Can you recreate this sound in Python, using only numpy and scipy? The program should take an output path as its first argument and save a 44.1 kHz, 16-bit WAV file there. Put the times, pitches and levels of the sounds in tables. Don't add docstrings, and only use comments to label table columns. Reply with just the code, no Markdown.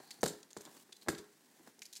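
import sys
import numpy as np
from scipy import signal
from scipy.io import wavfile
from scipy.ndimage import uniform_filter1d

SR = 44100
rng = np.random.default_rng(int(sys.argv[2]) if len(sys.argv) > 2 else 0)


def generate_wav(sig):
    pcm = np.round(np.clip(np.atleast_2d(sig).T, -1, 1) * 32767).astype(np.int16)
    wavfile.write(sys.argv[1], SR, pcm)


N = 88200

# (frequency [Hz], level [dB])
FLOOR_COLOUR = [(25, -25), (80, -17.5), (120, -7.5), (170, -3), (260, 0), (420, -2.5), (520, -9.5),
                (820, -9.5), (1160, -15), (1850, -9), (2900, -17), (3600, -14.5), (8000, -15), (16000, -22)]
# (time [s], level [dB])
DRAG_LEVEL = [(0, -65.5), (.06, -65.5), (.16, -68.5), (.20, -70), (.23, -93)]
# (frequency [Hz], level [dB])
DRAG_COLOUR = [(100, -27), (550, -11), (790, 9), (1100, -12), (1600, 1), (2300, -14), (3500, -15),
               (4350, 5), (5200, -13), (7500, -13), (16000, -25)]
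# (time [s], hiss level [dB], low rub level [dB])
SLIDE_LEVELS = [(0, -68, -62), (.07, -66, -70), (.17, -66.5, -72), (.21, -71, -67), (.40, -68, -67),
                (.54, -90, -78), (0.629, -62, -63), (.675, -67.5, -55.5), (.72, -65.5, -67),
                (.77, -63, -64.5), (.825, -62, -71.5), (0.848, -76, -73), (0.988, -75, -80),
                (1.03, -64, -70), (1.07, -80, -96), (1.2, -75, -63), (1.33, -74.5, -77), (1.58, -71.5, -74),
                (1.63, -72, -74.5), (1.676, -64, -62), (1.74, -80, -87), (2, -70, -97)]
# (frequency [Hz], level [dB])
HISS_COLOUR = [(100, -12), (1500, -16.5), (2800, -3), (4300, -3), (5600, -3), (7500, -1.5), (10000, -4),
               (16000, -9)]
RUB_COLOUR = [(30, -41), (100, -17), (170, 3.5), (400, 0.5), (600, -7), (1050, -3), (1300, -12),
              (1700, -6.5), (2600, -23), (8000, -34.5)]
# (time [s], hollow thud [dB], dull bump [dB], edge clack [dB],
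#                   surface crack [dB], crack t60 [s], favoured frequency [Hz])
KNOCKS = [(0.002, -57, -42, -51, -54, 0.021, 755), (0.188, -44.5, -54, -63, -63, 0.015, 131),
          (0.2315, -18, -13, -21.5, -19, 0.015, 420), (0.238, -23, -30.5, -35, -22, 0.018, 155),
          (0.250, -34, -31, -46.5, -31.5, 0.0088, 415), (0.262, -27.5, -27, -30, -23.5, 0.02, 150),
          (0.305, -35.5, -47, -51, -45, 0.024, 447), (0.5665, -32.5, -31.5, -40.5, -40, 0.041, 378),
          (0.606, -49, -46, -51, -49, 0.023, 402), (0.675, -50, -43, -49, -59, .03, 1050),
          (0.893, -50.5, -53.5, -56.5, -66, 0.036, 364), (1.063, -67, -45, -52, -73, .015, 850),
          (1.074, -24.5, -31.5, -44, -62, .02, 280), (1.0853, -21.5, -29, -18.5, -20, 0.053, 318),
          (1.088, -21, -29.5, -39, -24.5, 0.043, 333), (1.101, -29, -43.5, -35, -29.5, 0.024, 380),
          (1.129, -29.5, -35, -46, -44, 0.037, 304), (1.189, -35, -44, -49, -40, .03, 404),
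          (1.595, -47, -54.5, -59, -68, 0.011, 320), (1.607, -50.5, -51.5, -60, -70, 0.026, 309),
          (1.674, -50.5, -43.5, -48, -65, .02, 282), (1.785, -61, -55, -65, -68, .02, 890),
          (1.803, -51.5, -55, -71, -73, .02, 261)]
# (frequency [Hz], relative level [dB], t60 [s])
PANEL_MODES = [(81, -21, 0.16), (122, -7.5, 0.12), (157.3, -6, 0.11), (212, -6.5, 0.19), (251, -5, 0.087),
               (326, 0.5, 0.055), (389, -1, 0.039), (415.9, -11.5, 0.24), (460, -3.5, 0.064),
               (568, -10.5, 0.045), (662, -4.5, 0.024), (753, -14.5, 0.043), (972, -15, 0.12)]
# (frequency [Hz], level [dB])
BUMP_COLOUR = [(30, -39), (90, -13.5), (160, -4.5), (300, 2), (550, -0.5), (950, -4.5), (1300, -9.5),
               (2500, -42.5), (8000, -49)]
CLACK_COLOUR = [(100, -31), (700, 0), (1150, -3), (1650, 3), (2100, -3.5), (2700, -14.5), (5000, -18.5),
                (16000, -42)]
CRACK_COLOUR = [(100, 17), (1000, -19), (2900, -9), (4400, -2.5), (5500, -6.5), (7400, -2.5), (9000, -5),
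                (11500, -17), (14000, -10), (16000, -42)]
# (time [s], level [dB], t60 [s], tilt [dB per octave], resonance [Hz], resonance boost [dB])
TICKS = [(0.089, -53, 0.014, -7, 4670, 13), (0.1072, -34.5, 0.024, 0.5, 2100, 18),
         (0.1115, -33, 0.037, 1.5, 4500, 9.5), (0.209, -40.5, .03, 3, 6200, 24),
         (0.216, -42.5, 0.021, 7, 3580, -3.5), (0.258, -28, .02, 4, 4400, 13),
         (0.277, -23.5, 0.064, 2, 7460, 9), (0.287, -36, 0.064, 4, 4200, -3),
         (0.333, -43.5, .02, 0, 4860, 8), (0.408, -57, 0.025, 2, 6300, 8),
         (0.430, -41.5, 0.021, -1, 6200, 6.5), (0.506, -43.5, 0.044, 0.5, 6800, 4),
         (0.513, -50.5, 0.012, 4, 3300, 2), (0.5315, -40, 0.0026, 0, 6700, 15),
         (0.571, -36, .03, 1, 7500, 5.5), (0.585, -45, 0.014, 4, 7000, 7),
         (0.609, -40, 0.029, 3.5, 6300, 10), (0.618, -46, 0.018, 9, 7500, 2),
         (0.6525, -39, 0.011, 1, 7200, 7), (0.659, -42.5, 0.039, 0, 3500, 9),
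         (0.776, -52, .02, 4, 4300, 21), (0.9235, -46, 0.015, -4, 3800, 1),
         (0.9265, -35.5, 0.024, -1, 3370, 9.5), (0.966, -45, 0.024, 2.5, 4060, 5.5),
         (1.014, -49.5, 0.021, 0, 4200, 11), (1.022, -43.5, 0.022, -5, 4280, 12),
         (1.149, -37.5, 0.021, -10, 4270, 5), (1.1805, -35.5, .07, -0.5, 4200, 0)]
# (frequency [Hz], level [dB])
TICK_COLOUR = [(100, -28), (1000, -20), (2500, -11), (4300, -1), (5500, -6), (7200, -4), (9000, -8.5),
               (12000, -16), (16000, -25)]
# (time [s], level [dB], t60 [s], tilt [dB per octave], resonance [Hz], resonance boost [dB])
SCRAPES = [(1.792, -45.5, 0.018, 2.5, 5600, 2), (1.8195, -33, 0.033, -4, 2440, 5.5),
           (1.830, -41.5, 0.037, 5, 6940, 7), (1.8548, -38.5, 0.027, 3, 4600, 12),
           (1.863, -42, 0.024, 2, 5400, 7), (1.9283, -35, 0.064, 3, 3950, 10.5),
           (1.954, -39, 0.028, 0, 5400, 2), (1.9622, -35, 0.035, -0.5, 4370, 14.5),
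           (1.968, -35.5, 0.032, 1.5, 7700, 7), (1.9727, -40.5, 0.035, 1, 5170, 3)]
# (frequency [Hz], level [dB])
BLADE_COLOUR = [(100, -45), (1200, -22), (2200, -8), (3300, -7), (4200, -6), (5600, -1.5), (7300, -2),
                (8500, -11.5), (9300, -3.5), (10700, -14), (12000, -12.5), (13800, -13), (14800, -43),
                (16000, -34)]
# (frequency [Hz], t60 [s])
ROOM_T60 = [(100, 0.39), (400, 0.38), (1500, 0.4257), (6000, .3), (15000, 0.18)]
# (frequency [Hz], level [dB])
ROOM_LEVEL = [(60, -18.5), (200, -10), (400, -9.5), (800, -11.5), (1700, -9), (4000, -6), (8000, -7),
              (15000, 0)]
# (delay [s], gain [share of the direct sound before wet_db])
ECHOES = [(.0047, 0.38), (0.0109, 0.12), (0.0151, 0.1)]

FLOOR_DB = -69.5
FLICKER_DB, GRAIN_DB = 2.5, 2.5
FIBRES_PER_S, FIBRE_SPREAD_DB = 7000, 1
SNAP = 1.98
RISE_SHARE = 0.031
RING_OCTAVES = 0.15
FAVOUR_DB, FAVOUR_OCTAVES = 9.5, 0.18
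BUMP_FAVOUR_DB = 5
THUD_RISE_S, BUMP_T60_S, CLACK_T60_S = 0.003, 0.024, 0.016
ROOM_BUILD_S = 0.01
LOW_CUT_HZ, EDGE_HZ = 128, 15900


def amp(db):
    return 10 ** (np.asarray(db) / 20)


def unit(x):
    return x / np.sqrt(np.mean(x ** 2) + 1e-20)


def blow(x):
    return x / np.sqrt(np.sum(x ** 2) * 1000 / SR + 1e-20)


def decay(t, t60):
    return np.exp(-np.log(1000) * t / t60)


def bell(hz, centre_hz, octaves):
    return 1 / (1 + (np.log2(hz / centre_hz) / octaves) ** 2)


def read(points, hz):
    f, value = np.transpose(points)
    return np.interp(np.log(hz + 1), np.log(f), value)


def add(mix, s, sound):
    part = mix[max(round(s * SR), 0):][:len(sound)]
    part += sound[:len(part)]


def causal(gain):
    return np.exp(np.conj(signal.hilbert(np.log(gain))))


def smoothed(z, size):
    power = uniform_filter1d(abs(z) ** 2, size=size, mode="wrap")
    return np.sqrt(abs(power) + 1e-12)


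def colour(x, points, tilt_db=0, ring_hz=1000, ring_db=0, size=2048):
    hz = abs(np.fft.fftfreq(size, 1 / SR))
    db = read(points, hz) + tilt_db * np.log2(np.maximum(hz, 1500) / 5000)
    db = db + ring_db * bell(hz + 1, ring_hz, RING_OCTAVES)
    response = np.fft.ifft(causal(amp(db))).real[:size // 2]
    return signal.fftconvolve(x, response)[:len(x)]


def grainy(shape):
    return rng.standard_normal(shape) * amp(GRAIN_DB * rng.exponential(1, shape))


def crunch(t60, clump_db=0, size=120, count=4096):
    t, t60 = np.arange(count) / SR, max(t60, .002)
    signs = rng.choice([-1., 1.], count)
    strength = amp(FIBRE_SPREAD_DB * np.minimum(rng.exponential(1, count), 3))
    clicks = signs * strength * (rng.random(count) < FIBRES_PER_S / SR)
    clumps = unit(uniform_filter1d(rng.standard_normal(count), size=50))
    clicks *= amp(clump_db * clumps) * (1 - np.exp(-t / (RISE_SHARE * t60)))
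    clicks[0] = SNAP
    z = np.fft.fft(clicks * decay(t, t60), 2 * count)
    return np.fft.ifft(z / causal(smoothed(z, size))).real[:count]


def room_noise():
    return amp(FLOOR_DB) * unit(colour(rng.standard_normal(N), FLOOR_COLOUR))


def drag():
    level_db = np.interp(np.arange(N) / SR, *np.transpose(DRAG_LEVEL))
    return unit(colour(grainy(N), DRAG_COLOUR)) * amp(level_db)


def sliding():
    s, hiss_db, rub_db = np.transpose(SLIDE_LEVELS)
    t = np.arange(N) / SR
    slow = uniform_filter1d(rng.standard_normal(N), size=300)
    slow = uniform_filter1d(slow, size=150)
    flicker = amp(FLICKER_DB * unit(slow))
    grains = grainy((2, N)) * flicker
    hiss = unit(colour(grains[0], HISS_COLOUR)) * amp(np.interp(t, s, hiss_db))
    rub = unit(colour(grains[1], RUB_COLOUR)) * amp(np.interp(t, s, rub_db))
    return hiss + rub


def panel_thud(main_hz):
    t = np.arange(SR // 2) / SR
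    panels = np.zeros(len(t))
    for k, (hz, db, t60) in enumerate(PANEL_MODES):
        gain = amp(db + FAVOUR_DB * bell(hz, main_hz, FAVOUR_OCTAVES))
        panels += (-1) ** k * gain * decay(t, t60) * np.sin(2 * np.pi * hz * t)
    return blow(panels * (1 - np.exp(-t / THUD_RISE_S)))


def knocks():
    body, contact = np.zeros(N), np.zeros(N)
    for s, thud_db, bump_db, clack_db, crack_db, crack_t60, main_hz in KNOCKS:
        bump = colour(crunch(BUMP_T60_S, size=40), BUMP_COLOUR, 0, main_hz, BUMP_FAVOUR_DB)
        clack = colour(crunch(CLACK_T60_S, size=60), CLACK_COLOUR)
        crack = colour(crunch(crack_t60, clump_db=2, size=240), CRACK_COLOUR)
        add(body, s, amp(thud_db) * panel_thud(main_hz))
        add(contact, s, amp(bump_db) * blow(bump))
        add(contact, s, amp(clack_db) * blow(clack))
        add(contact, s, amp(crack_db) * blow(crack))
    return body, contact


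def catches(rows, spectrum, clump_db):
    out = np.zeros(N)
    for s, db, t60, tilt_db, ring_hz, ring_db in rows:
        snaps = crunch(t60, clump_db, size=240)
        add(out, s, amp(db) * blow(colour(snaps, spectrum, tilt_db, ring_hz, ring_db)))
    return out


def room(x, wet_db, size=32768):
    hz, t, z = signal.stft(rng.standard_normal(size), SR, nperseg=256)
    t60 = read(ROOM_T60, hz)[:, None]
    even_energy = np.sqrt(2 * np.log(1000) / (t60 * SR))
    z = z * decay(t, t60) * even_energy * amp(read(ROOM_LEVEL, hz))[:, None]
    build_up = np.minimum(np.arange(size) / SR / ROOM_BUILD_S, 1)
    tail = signal.istft(z, SR, nperseg=256)[1][:size] * build_up
    for delay, share in ECHOES:
        add(tail, delay, np.array([share]))
    path = 1 + amp(wet_db) * np.fft.fft(tail)
    path *= causal(smoothed(path, size=400) / smoothed(path, size=36))
    return signal.fftconvolve(x, np.fft.ifft(path).real)[:N]


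def scene():
    floor = room_noise()
    body, contact = knocks()
    box = amp(-5.5) * room(body, wet_db=-1.0) + amp(-4.5) * room(contact, wet_db=0.0)
    ticks = amp(-6) * room(catches(TICKS, TICK_COLOUR, clump_db=2.5), wet_db=-4.0)
    blade = amp(-5) * room(catches(SCRAPES, BLADE_COLOUR, clump_db=3.5), wet_db=-4.5)
    return (box + ticks + blade + sliding() + drag() + floor)[None]


def record(dry):
    low_cut = signal.butter(2, LOW_CUT_HZ, "highpass", fs=SR, output="sos")
    thin = signal.sosfilt(low_cut, dry)
    band_limit = signal.firwin(511, EDGE_HZ, window=("kaiser", 9), fs=SR)
    return signal.oaconvolve(thin, band_limit[None], "same")


dry = scene()
out = record(dry)
generate_wav(out)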